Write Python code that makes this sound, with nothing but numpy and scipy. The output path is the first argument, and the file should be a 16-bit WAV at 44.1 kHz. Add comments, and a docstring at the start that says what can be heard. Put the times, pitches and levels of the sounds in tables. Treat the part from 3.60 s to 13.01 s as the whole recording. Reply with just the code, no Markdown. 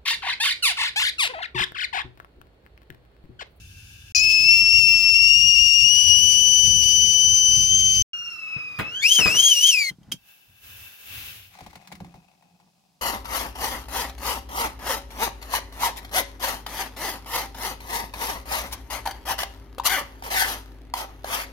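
"""Faint steam hisses over a low rumble, then a kettle whistles, close to a stereo pair in a small camper kitchen.
On the gas ring, the steam jet's note climbs with the pressure, sags, then swoops as the kettle is lifted
and water sloshes on the hot metal. The cap clacks, the tipped spout hisses, and hot water plops into a
steel mug on the left. The sound breaks off twice for a moment, before and after the full whistle."""
import sys
import numpy as np
from scipy import signal
from scipy.fft import rfft, irfft, next_fast_len
from scipy.io import wavfile
from scipy.ndimage import uniform_filter1d

SR = 44100
rng = np.random.default_rng(int(sys.argv[2]) if len(sys.argv) > 2 else 0)


def store_wav(level_fs):
    """Save 16-bit WAV to argv[1]."""
    pcm = np.round(np.clip(np.atleast_2d(level_fs), -1, 1) * 32767)
    wavfile.write(sys.argv[1], SR, pcm.T.astype(np.int16))


N = 414981
T = np.arange(N) / SR
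POUR_START_S = 7.95

# the whistle at full boil, climbing with the pressure: (time [s], pitch [Hz])
BOIL_PITCH = [(0.55, 2542), (0.58, 2480), (0.63, 2603), (0.83, 2599), (0.91, 2703), (1.5, 2706),
              (1.85, 2807), (2.23, 2790), (2.33, 2920), (2.94, 2992), (3.2, 3000), (3.23, 2994),
              (3.6, 3009), (4.01, 3037), (4.16, 3115), (4.42, 3068)]
# spectrum of steam rushing through the cap: (frequency [Hz], level [dB])
STEAM_HISS = [(500, -35.5), (1500, -30.5), (2400, -5.5), (4100, -5.5), (5000, 0.5), (6500, 0.5),
              (7800, -9.5), (9500, -4), (15500, -9.5)]


def amp(db):
    """Decibels to gain."""
    return 10 ** (np.asarray(db) / 20)


def unit(x):
    """Scale to rms 1."""
    return x / np.sqrt(np.mean(np.abs(x) ** 2))


def curves(table, fade=0.012):
    """A gate over the table's span, then each column at every sample."""
    s, *columns = np.transpose(table)
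    gate = np.interp(T, [s[0] - fade, s[0], s[-1], s[-1] + fade], [0, 1, 1, 0])
    return [gate] + [np.interp(T, s, c) for c in columns]


def walk(rate):
    """Smooth random motion with spread 1 and about rate turns a second."""
    hold = max(int(SR / rate), 2)
    steps = np.repeat(rng.standard_normal(N // hold + 1), hold)
    return unit(uniform_filter1d(steps, hold)[:N])


def lift(x, centre, half_width, peak):
    """A bump that reaches its peak as x passes the centre."""
    return peak / (1 + ((x - centre) / half_width) ** 2)


def decay(t, t60):
    """Gain of a ring that loses 60 dB in t60."""
    return np.exp(-np.log(1000) * t / t60)


def place(events):
    """Lay (time, sound) pairs on one track."""
    out = np.zeros(N)
    for s, sound in events:
        i = int(s * SR)
        out[i:i + len(sound)] += sound[:N - i]
    return out


def pan(db):
    """Gains of the two microphones, the left louder by db."""
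    return amp(np.array([[.5], [-.5]]) * db) / np.cosh(db * np.log(10) / 40)


def right_later(x, samples=8):
    """Sound from the left side reaches the right microphone a little later."""
    return np.array([x[0], np.roll(x[1], samples)])


def noise(alike=0.):
    """White noise at two microphones; alike is the share they have in common."""
    white = rng.standard_normal((3, N))
    return np.sqrt(alike) * white[2] + np.sqrt(1 - alike) * white[:2]


def filtered(x, response):
    """Pass x through a response given as a function of frequency."""
    size = next_fast_len(N + 8192, True)
    hz = np.fft.rfftfreq(size, 1 / SR) + .01
    return irfft(rfft(x, size) * response(hz), size)[..., :N]


def colour(x, points):
    """Shape x by (frequency [Hz], level [dB]) points, falling away beyond the ends; rms 1."""
    hz, db = np.transpose(points)

    def response(f):
        roll_off = 1 + (f / hz[-1] / 2) ** 2 + (hz[0] / f / 2) ** 2
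        return amp(np.interp(np.log(f), np.log(hz), db)) / roll_off
    return unit(filtered(x, response))


def resonate(x, modes):
    """Ring x through (frequency [Hz], width [Hz], gain [dB]) resonances."""
    return filtered(x, lambda f: sum(amp(db) / (1 + 1j * (f * f - hz * hz) / (f * width))
                                     for hz, width, db in modes))


def cabin(x, wet_db, t60=0.099):
    """Direct sound plus the short dense echo of the camper's close walls."""
    t = T[:SR // 4]
    echo = rng.standard_normal((2, len(t))) * decay(t, t60) * (t > .002)
    echo /= np.sqrt(np.sum(echo ** 2, axis=1, keepdims=True))
    walls = signal.fftconvolve(x.mean(0)[None], echo, axes=1)[:, :N]
    return (x + amp(wet_db) * walls) / np.hypot(1, amp(wet_db))


def room_tone():
    """The kitchen's faint background air."""
    # (frequency [Hz], level [dB])
    spectrum = [(18, -38.5), (30, -16), (173, -2), (467, -18.5), (787, -8), (1550, -23), (5040, -14.5),
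                (7460, -20.5), (15500, -25)]
    return colour(noise(alike=0.33), spectrum) * amp(-68)


def slow_steam(levels, spectrum, hiss_db, spout_db, rumble_db):
    """Steam hisses through the spout without locking to a tone, over a low rumble."""
    # resonances of the capped spout and of the gush past the open cap:
    # (frequency [Hz], width [Hz], gain [dB])
    spout_modes = [(1612, 103, -0.5), (2460, 200, -10.5), (2663, 56, 4.5), (2900, 68, -7), (3500, 45, -2)]
    gush_band = [(2780, 1940, 0)]
    # the burner's rumble: (frequency [Hz], level [dB])
    burner_spectrum = [(12, -47), (20, -18), (92, 2.5), (203, -19), (359, -28), (600, -38), (780, -76),
                       (1320, -120)]
    cap_opens_s, cap_swing_s = 7.38, .22
    gate, steam_db, low_db = curves(levels)
    hiss = colour(noise(alike=0.075), spectrum) * amp(steam_db + hiss_db + 0.78 * walk(37)) * pan(-1.5)
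    opened = np.interp(T, [cap_opens_s, cap_opens_s + cap_swing_s], [0, 1])
    gush = resonate(noise(alike=0.21), gush_band)
    capped = unit(resonate(gush, spout_modes)) * amp(-8 * opened)
    uncapped = unit(resonate(gush, gush_band)) * opened
    spout = (capped + uncapped) * amp(steam_db + spout_db + 1.2 * walk(30)) * pan(7.9)
    rumble = colour(noise(alike=0.98), burner_spectrum) * amp(low_db + rumble_db)
    return gate * (hiss + spout + rumble)


def simmer():
    """On the ring, the steam is still too slow to whistle."""
    # (time [s], hiss [dB], rumble [dB])
    levels = [(0, -54, -45), (0.52, -54, -49)]
    return slow_steam(levels, STEAM_HISS, hiss_db=0, spout_db=2, rumble_db=-1.5)


def jet_phase(hz, jitter):
    """Phase of the jet's oscillation: its pitch turns smoothly, shaken fast and slow by turbulence."""
    turbulence = 1 + jitter * (walk(350) + .8 * walk(45))
    return 2 * np.pi * np.cumsum(uniform_filter1d(hz, size=600) * turbulence) / SR


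def partial(phase, db, pan_db, lag, flutter_db, skirt_db):
    """A fluttering line with a noisy skirt, reaching the right microphone lag radians later."""
    skirt = amp(skirt_db) * (walk(700) + 1j * walk(700))
    mics = pan(pan_db) * np.exp(-1j * lag * np.array([[0], [1]]))
    line = amp(db + flutter_db * walk(70)) * (1 + skirt) * np.exp(1j * phase)
    return np.sqrt(2) * np.real(line * mics / np.abs(mics.mean(0)))


def overtones(phase, base_db):
    """Faint partials above the whistle's octave."""
    # (multiple of the pitch, level re base_db [dB], left minus right [dB])
    harmonics = [(3, -20, -18.5), (4, -28.5, -18), (5, -46.5, -2)]
    return np.sqrt(2) * sum(amp(base_db + db + 2 * walk(90)) * np.cos(k * phase) * pan(side_db)
                            for k, db, side_db in harmonics)


def subtones(phase, tones, blur_hz):
    """An unstable jet repeats only every second or third cycle: blurred lines between the harmonics."""
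    return sum(amp(db) * np.real((walk(blur_hz) + 1j * walk(blur_hz)) * np.exp(1j * k * phase))
               for k, db in tones)


def full_jet():
    """Gate, pitch and change of level at full boil: a slow climb with brief stumbles and surges."""
    # (time [s], change of pitch [Hz], change of level [dB])
    stumbles = [(.91, 0, 3), (1.15, 21.5, 1), (1.411, -15, -3), (1.9, 25.5, 0), (2.1, -22, -0.5),
                (2.52, -41, 3), (3.23, -41, -1.5), (3.76, 29.5, 1), (4.08, -11, -1), (4.155, 27, 2)]
    stumble_s = 0.037
    gate, hz = curves(BOIL_PITCH)
    stumble_hz, stumble_db = sum(np.outer(change, np.exp(-((T - s) / stumble_s) ** 2))
                                 for s, *change in stumbles)
    # the pitch hunts on its way from one steady note to the next
    hunting_hz = lift(hz, centre=2820, half_width=50, peak=20) * walk(120)
    return gate, hz + stumble_hz + hunting_hz, stumble_db


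def full_whistle():
    """The jet screeches for an instant, then locks to a bright tone that climbs with the pressure."""
    # where the fundamental swells or thins: (pitch [Hz], half width [Hz], lift [dB])
    spots = [(2801, 370, 13), (3054, 17, -5)]
    # left microphone minus right: (time [s], fundamental [dB], octave [dB])
    balance = [(0.55, 10.5, 5.5), (3.02, 23, 13.5), (4.42, 5.5, 6.0)]
    # the opening screech: (multiple of the pitch, level re the fundamental [dB])
    screech_tones = [(5 / 3, -4.5), (7 / 3, -6), (8 / 3, -5.5)]
    # the rush of the jet: (frequency [Hz], level [dB])
    rush_spectrum = [(500, -22.5), (1750, -26), (2400, -7), (3000, -4), (3950, -14.5), (4200, -15.5),
                     (4550, 2.5), (5400, -4.5), (6300, -1), (7300, -9), (7900, -24.5), (8800, -8.5),
                     (10500, -21.5), (12000, -17.5), (15500, -25)]
    gate, hz, stumble_db = full_jet()
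    db = -31 + sum(lift(hz, *spot) for spot in spots) + stumble_db + 0.3 * walk(14)
    octave_db = -20 + lift(hz, centre=3035, half_width=22, peak=2) + stumble_db + 0.35 * walk(15)
    _, low_pan, octave_pan = curves(balance)
    phase = jet_phase(hz, jitter=0.004)
    tone = partial(phase, db, low_pan, lag=-1.75, flutter_db=1, skirt_db=-25)
    tone += partial(2 * phase, octave_db, octave_pan, lag=0.25, flutter_db=0.83, skirt_db=-19.5)
    # the upper partials flare as the pitch passes a resonance of the cap
    flare_db = lift(hz, centre=2960, half_width=67, peak=11.5)
    tone += overtones(phase, octave_db + flare_db - 8.5)
    unsettled = np.interp(T, [.603, .62], [1, 0])
    tone += amp(db) * unsettled * subtones(phase, screech_tones, blur_hz=107.2) * pan(12)
    tone += amp(db) * subtones(phase, [(1.5, -35.5), (2.5, -31)], blur_hz=279.4) * pan(3)
    air = noise(alike=0.18)
    # the spout shades the right microphone in the lower treble
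    shade_hz, shade_db = [3000, 5036, 8200, 11650], [-9, -0.5, -6.5, 3.5]
    air[1] = filtered(air[1], lambda f: amp(np.interp(f, shade_hz, shade_db)))
    rush = colour(air, rush_spectrum) * amp(-31 + 1.4 * walk(40))
    return gate * cabin(tone + rush, wet_db=-38)


def buffet():
    """The plume of steam rumbles on the left microphone, harder as the boil builds."""
    # (frequency [Hz], level [dB])
    spectrum = [(12, -35.5), (20, -6.5), (89, 3.5), (215, -12), (743, -39.5), (900, -59), (1170, -64),
                (1980, -120)]
    rise_db_per_s = 1.91
    gate, _ = curves(BOIL_PITCH)
    return gate * colour(noise(), spectrum) * amp(-45 + rise_db_per_s * T + 2.8 * walk(25)) * pan(19)


def by_flow(hz, part, reference_hz=2800):
    """Base level in dB of a part of the whistle: faster steam is both higher and louder."""
    # part: (level at the reference pitch [dB], slope [dB per octave])
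    flow_laws = {"weak tone": (-36, 24), "weak octave": (-50.5, 33), "weak rush": (-65, 18),
                 "swoop tone": (-28, 5), "swoop octave": (-27, 17), "swoop rush": (-36, 19)}
    db, db_per_octave = flow_laws[part]
    return db + db_per_octave * np.log2(hz / reference_hz)


def sagging_whistle():
    """With little steam the note droops and turns husky, then picks up."""
    # (time [s], pitch [Hz])
    pitch = [(4.534, 2830), (4.67, 2781), (4.89, 2586), (5.1, 2510), (5.18, 2447), (5.245, 2570),
             (5.3, 2695), (5.4, 3250), (5.435, 3640)]
    # where the fundamental swells: (pitch [Hz], half width [Hz], lift [dB])
    spots = [(2565, 55, 9), (3060, 90, 6)]
    # the husk of the weak jet: (multiple of the pitch, relative level [dB])
    husk_tones = [(.5, -15.5), (1.5, -24), (2.5, -34)]
    gate, hz = curves(pitch)
    flow_db, octave_db = by_flow(hz, "weak tone"), by_flow(hz, "weak octave")
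    db = flow_db - 3 + sum(lift(hz, *spot) for spot in spots)
    phase = jet_phase(hz, jitter=0.00364)
    tone = partial(phase, db, pan_db=-0.19, lag=1.87, flutter_db=2.7, skirt_db=-20.5)
    tone += partial(2 * phase, octave_db, pan_db=13, lag=-1.4, flutter_db=4, skirt_db=-12)
    husk = amp(flow_db + 0.8) * subtones(phase, husk_tones, blur_hz=283)
    rush = colour(noise(alike=0.092), STEAM_HISS) * amp(by_flow(hz, "weak rush") + 7.5 + walk(60))
    tone += husk + overtones(phase, octave_db - 9)
    return gate * (cabin(tone, wet_db=-4) + rush)


def kettle_water(alike):
    """The dull wash of water moving inside the kettle."""
    # (frequency [Hz], level [dB])
    spectrum = [(30, -14.5), (100, 3.5), (180, -2), (350, -5), (700, -9), (1300, -6), (2200, -7),
                (4000, -18.5), (12000, -83.5)]
    return colour(noise(alike), spectrum)


def seethe():
    """The water seethes while the kettle is near the flame."""
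    db = np.interp(T, [4.45, 4.53, 5.15, 6.25, 6.4], [-120, -61, -53.5, -57.5, -120])
    return kettle_water(alike=0.54) * amp(db)


def sloshes():
    """Water breaks quickly, sizzles, then washes about more softly in the kettle's hollow body."""
    # (time [s], level [dB], sizzle re that level [dB])
    heaves = [(4.962, -45, -27), (5.187, -23, -9.5), (5.585, -20.5, -12.5), (5.656, -21.5, -29.5),
              (5.739, -34, -17)]
    # the body's resonances: (frequency [Hz], width [Hz], gain [dB])
    body_modes = [(194, 20, -10), (294, 5, -9.5), (443.6, 16, -3), (629, 16, 1.5), (1210, 60, -7)]
    t = T[:SR // 3]
    rise = 1 - np.exp(-t / 0.0024)
    surge = rise * (decay(t, t60=0.18) + amp(-15.5) * decay(t, t60=.6))
    heave = place((s, amp(db) * surge) for s, db, _ in heaves)
    sizzle = place((s, amp(db + sizzle_db) * rise * decay(t, .12)) for s, db, sizzle_db in heaves)
    water = heave * kettle_water(alike=0.33) * amp(1.4 * walk(250)) + sizzle * noise(alike=0.15)
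    return water + amp(7.5) * resonate(water, body_modes)


def knocks():
    """The handled kettle gives low knocks, each starting sharp and dropping in pitch."""
    # (time [s], level [dB], final pitch [Hz])
    bumps = [(4.964, -20.5, 142), (6.313, -30.5, 215), (6.385, -31, 187), (6.414, -34, 159),
             (6.485, -32, 203), (6.525, -28.5, 262), (6.54, -23, 181)]
    t = T[:SR // 3]
    envelope = (1 - np.exp(-t / 0.0024)) * decay(t, 0.03)
    bend = 1 + 0.33 * decay(t, 0.018)
    return place((s, amp(db) * envelope * np.sin(2 * np.pi * hz * t * bend)) for s, db, hz in bumps)


def swooping_whistle():
    """Sloshed water flashes to steam: pitch, level and rush surge together, and the tone sputters."""
    # three swoops as the kettle is lifted: (time [s], pitch [Hz])
    pitch = [(5.428, 2190), (5.496, 2985), (5.544, 3260), (5.6, 2990), (5.624, 2610), (5.686, 2482),
             (5.798, 3123), (5.87, 3280), (5.98, 2822), (6.082, 3227), (6.156, 2520), (6.295, 2064)]
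    # where the fundamental speaks best: (pitch [Hz], half width [Hz], lift [dB])
    spots = [(2570, 230, 8.5), (3136, 130, 10.5)]
    gate, hz = curves(pitch)
    sputter_db = 4.5 * (.8 - np.abs(walk(55)))  # water in the spout chokes the tone in quick dips
    overshoot_db = lift(T, centre=5.452, half_width=0.014, peak=5.9)  # the first burst of steam
    db = by_flow(hz, "swoop tone") + sum(lift(hz, *spot) for spot in spots)
    db += overshoot_db + .5 * sputter_db
    octave_db = by_flow(hz, "swoop octave") + sputter_db
    phase = jet_phase(hz, jitter=0.0043)
    tone = partial(phase, db, pan_db=7, lag=1, flutter_db=1.4, skirt_db=-17)
    tone += partial(2 * phase, octave_db, pan_db=3.3, lag=-1.4, flutter_db=2, skirt_db=-10.5)
    rush = colour(noise(alike=0.039), STEAM_HISS) * amp(by_flow(hz, "swoop rush") + 6 + 1.7 * walk(60))
    tone += overtones(phase, octave_db + 9)
    return gate * (cabin(tone, wet_db=-12.5) + rush)


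def cap_clacks():
    """The whistle cap clacks, and the handled kettle scrapes faintly once: each a crack of noise and a short
    ring."""
    # (time [s], level [dB]); the faint hit at 6.432 s is a light scrape of the kettle
    hits = [(6.297, -34), (6.432, -58), (6.517, -29), (6.5204, -20), (6.536, -50)]
    # the cap's ring: (frequency [Hz], level [dB], t60 [s])
    cap_modes = [(1580, -26, 0.15), (2300, -14, 0.04), (3156, 5, 0.037), (3170, -7, 0.035),
                 (3760, -11, 0.029), (6410, -11, 0.024)]
    t = T[:SR // 3]
    ring = sum(amp(db) * decay(t, t60) * np.sin(2 * np.pi * hz * t) for hz, db, t60 in cap_modes)
    rings = place((s, amp(db) * ring) for s, db in hits)
    cracks = place((s, amp(db) * decay(t, 0.043)) for s, db in hits)
    return amp(-3.5) * (rings + cracks * colour(noise(alike=0.13), STEAM_HISS))


def shuffle():
    """The kettle shifts in the hand with a low rustle."""
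    # (time [s], level [dB])
    levels = [(6.31, -45), (6.365, -68), (6.42, -56), (6.49, -51.5), (6.55, -50)]
    gate, db = curves(levels)
    return gate * amp(db) * colour(noise(alike=0.85), [(70, -4), (180, 2), (420, -20.5), (700, -18.5)])


def tipped_spout():
    """Steam leaves the tipped spout and gushes as the cap swings open."""
    # (time [s], hiss [dB], rumble [dB])
    levels = [(6.57, -75, -60), (6.692, -58.5, -89), (6.836, -65, -89), (6.898, -65, -58),
              (6.996, -64, -75), (7.046, -51.5, -58), (7.234, -49.5, -56.5), (7.378, -54, -83),
              (7.554, -43.5, -45.5), (7.748, -48, -56.5), (7.94, -64, -65)]
    # the hiss: (frequency [Hz], level [dB])
    spectrum = [(300, -3), (700, -4), (1500, 0), (3200, 3), (4200, -2.5), (6000, 0), (8000, -5.5),
                (10000, -1.5), (12000, 6), (14000, 3.5), (15500, 7)]
    return slow_steam(levels, spectrum, hiss_db=6.5, spout_db=1.5, rumble_db=1.5)


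def plop(deep_db, stretch, start_hz=1100, end_hz=160, fall_s=0.0096):
    """A pocket of air and vapour opens in the hot water: its note dives within milliseconds."""
    t = T[:SR // 8]
    hz = end_hz + (start_hz - end_hz) * np.exp(-t / (fall_s * stretch))
    bright = decay(t, 0.031)
    deep = amp(min(deep_db, 4) + 0.5) * (1 - np.exp(-(t / 0.006) ** 2)) * decay(t, 0.051)
    return (bright + deep) * np.sin(2 * np.pi * np.cumsum(hz) / SR)


def settling(part, peak_s=POUR_START_S, rise_s=.05):
    """Gain of one sound of the stream, dying down from its peak as the mug fills."""
    # part: (top level [dB], fall [dB per s])
    fades = {"column": (-57.5, 12), "splash": (-54, 26), "gurgle": (-55, 24), "droplets": (-49, 11)}
    db, db_per_s = fades[part]
    onset = np.interp(T, [POUR_START_S - rise_s, POUR_START_S], [0, 1])
    return onset * amp(db - db_per_s * np.abs(T - peak_s))


def pour():
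    """Gulps plop and spatter in the mug, then the stream steadies to a soft trickle in its air column."""
    # hot water landing: (time [s], level [dB], deep part re that level [dB])
    gulps = [(7.952, -42.5, -14), (7.988, -38, -23), (8.007, -38.5, 2.5), (8.063, -36, -4),
             (8.131, -41, -8), (8.155, -38, -8), (8.317, -35, -2), (8.403, -36.5, 3.5), (8.446, -40, -11),
             (8.541, -43, 1.5), (8.555, -48.5, -15.5), (8.824, -51, -16.5), (9, -50.5, -24.5)]
    # loud spatter on the steel: (time [s], level [dB])
    splats = [(8.1556, -44), (8.2734, -40), (8.323, -36), (8.353, -44)]
    # the air in the mug: (frequency [Hz], width [Hz], gain [dB])
    mug_modes = [(756, 84, 6.5), (2540, 110, -1)]
    # the splashing: (frequency [Hz], level [dB])
    splash_spectrum = [(590, -30), (1000, -2), (1580, -9), (2160, -0.5), (2840, -10), (3960, -8.5),
                       (7790, -16.5), (15500, -20)]
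    droplets_per_s, trickle_per_s = 15, 240
    t = T[:SR // 4]
    stretches = np.exp(0.2 * rng.standard_normal(len(gulps)))
    plops = place((s, amp(db - 3) * plop(deep_db, k)) for (s, db, deep_db), k in zip(gulps, stretches))
    # the deeper a gulp plunges, the more it churns the water
    swell = (1 - np.exp(-t / 0.0049)) * decay(t, 0.23)
    plunge = place((s, amp(db + deep_db - 5) * swell) for s, db, deep_db in gulps)
    churn = plunge * colour(noise(alike=1), [(50, 2.5), (180, 5.5), (600, -19)])
    gulp_spray = [(s, db - 9) for s, db, _ in gulps]
    spatter = place((s, amp(db) * decay(t, 0.042)) for s, db in splats + gulp_spray)
    # small droplets fall at random, each a tiny plop with a tick of spray
    droplets = (rng.random(N) < droplets_per_s / SR) * rng.uniform(0.34, 1, N) * settling("droplets")
    plops += signal.fftconvolve(droplets, plop(deep_db=-20, stretch=1.17))[:N]
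    spatter += signal.fftconvolve(droplets, amp(-13) * decay(t, 0.028))[:N]
    trickle = (rng.random(N) < trickle_per_s / SR) * rng.standard_normal(N)
    column = unit(resonate(trickle + 0.015 * noise(alike=1), mug_modes)) * settling("column")
    splash = colour(noise(alike=0.17), splash_spectrum)
    splash *= spatter + settling("splash") * amp(3.2 * walk(120))
    # the stream gurgles most once there is water to plunge into
    gurgle = unit(resonate(noise(alike=0.96), [(177.4, 17, 0)]))
    gurgle *= settling("gurgle", peak_s=8.5) * amp(4.6 * walk(25))
    ringing = column + resonate(plops, mug_modes)
    mug = plops + churn + ringing * pan(15) + splash * pan(3.68) + gurgle
    return cabin(right_later(mug), wet_db=-8)


def scene():
    """Kettle, mug and room at the two microphones, with two short silences."""
    # (from [s], to [s])
    silences = [(0.522, 0.549), (4.423, 4.533)]
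    whistle = full_whistle() + sagging_whistle() + swooping_whistle()
    steam = right_later(simmer() + tipped_spout())
    bed = seethe() + room_tone() + buffet()
    handling = cabin(sloshes() + knocks() + cap_clacks() + shuffle(), wet_db=-8)
    sounding = 1. - sum((T > start) & (T < end) for start, end in silences)
    return (whistle + steam + bed + handling + pour()) * uniform_filter1d(sounding, size=64)


def record(dry):
    """The loudest peaks are softly rounded, and the recorder cuts the top."""
    ceiling, top_hz = .78, 15850
    rounded = dry / (1 + (dry / ceiling) ** 8) ** (1 / 8)
    return signal.sosfilt(signal.ellip(10, .2, 80, top_hz, fs=SR, output="sos"), rounded)


dry = scene()
out = record(dry)
store_wav(out)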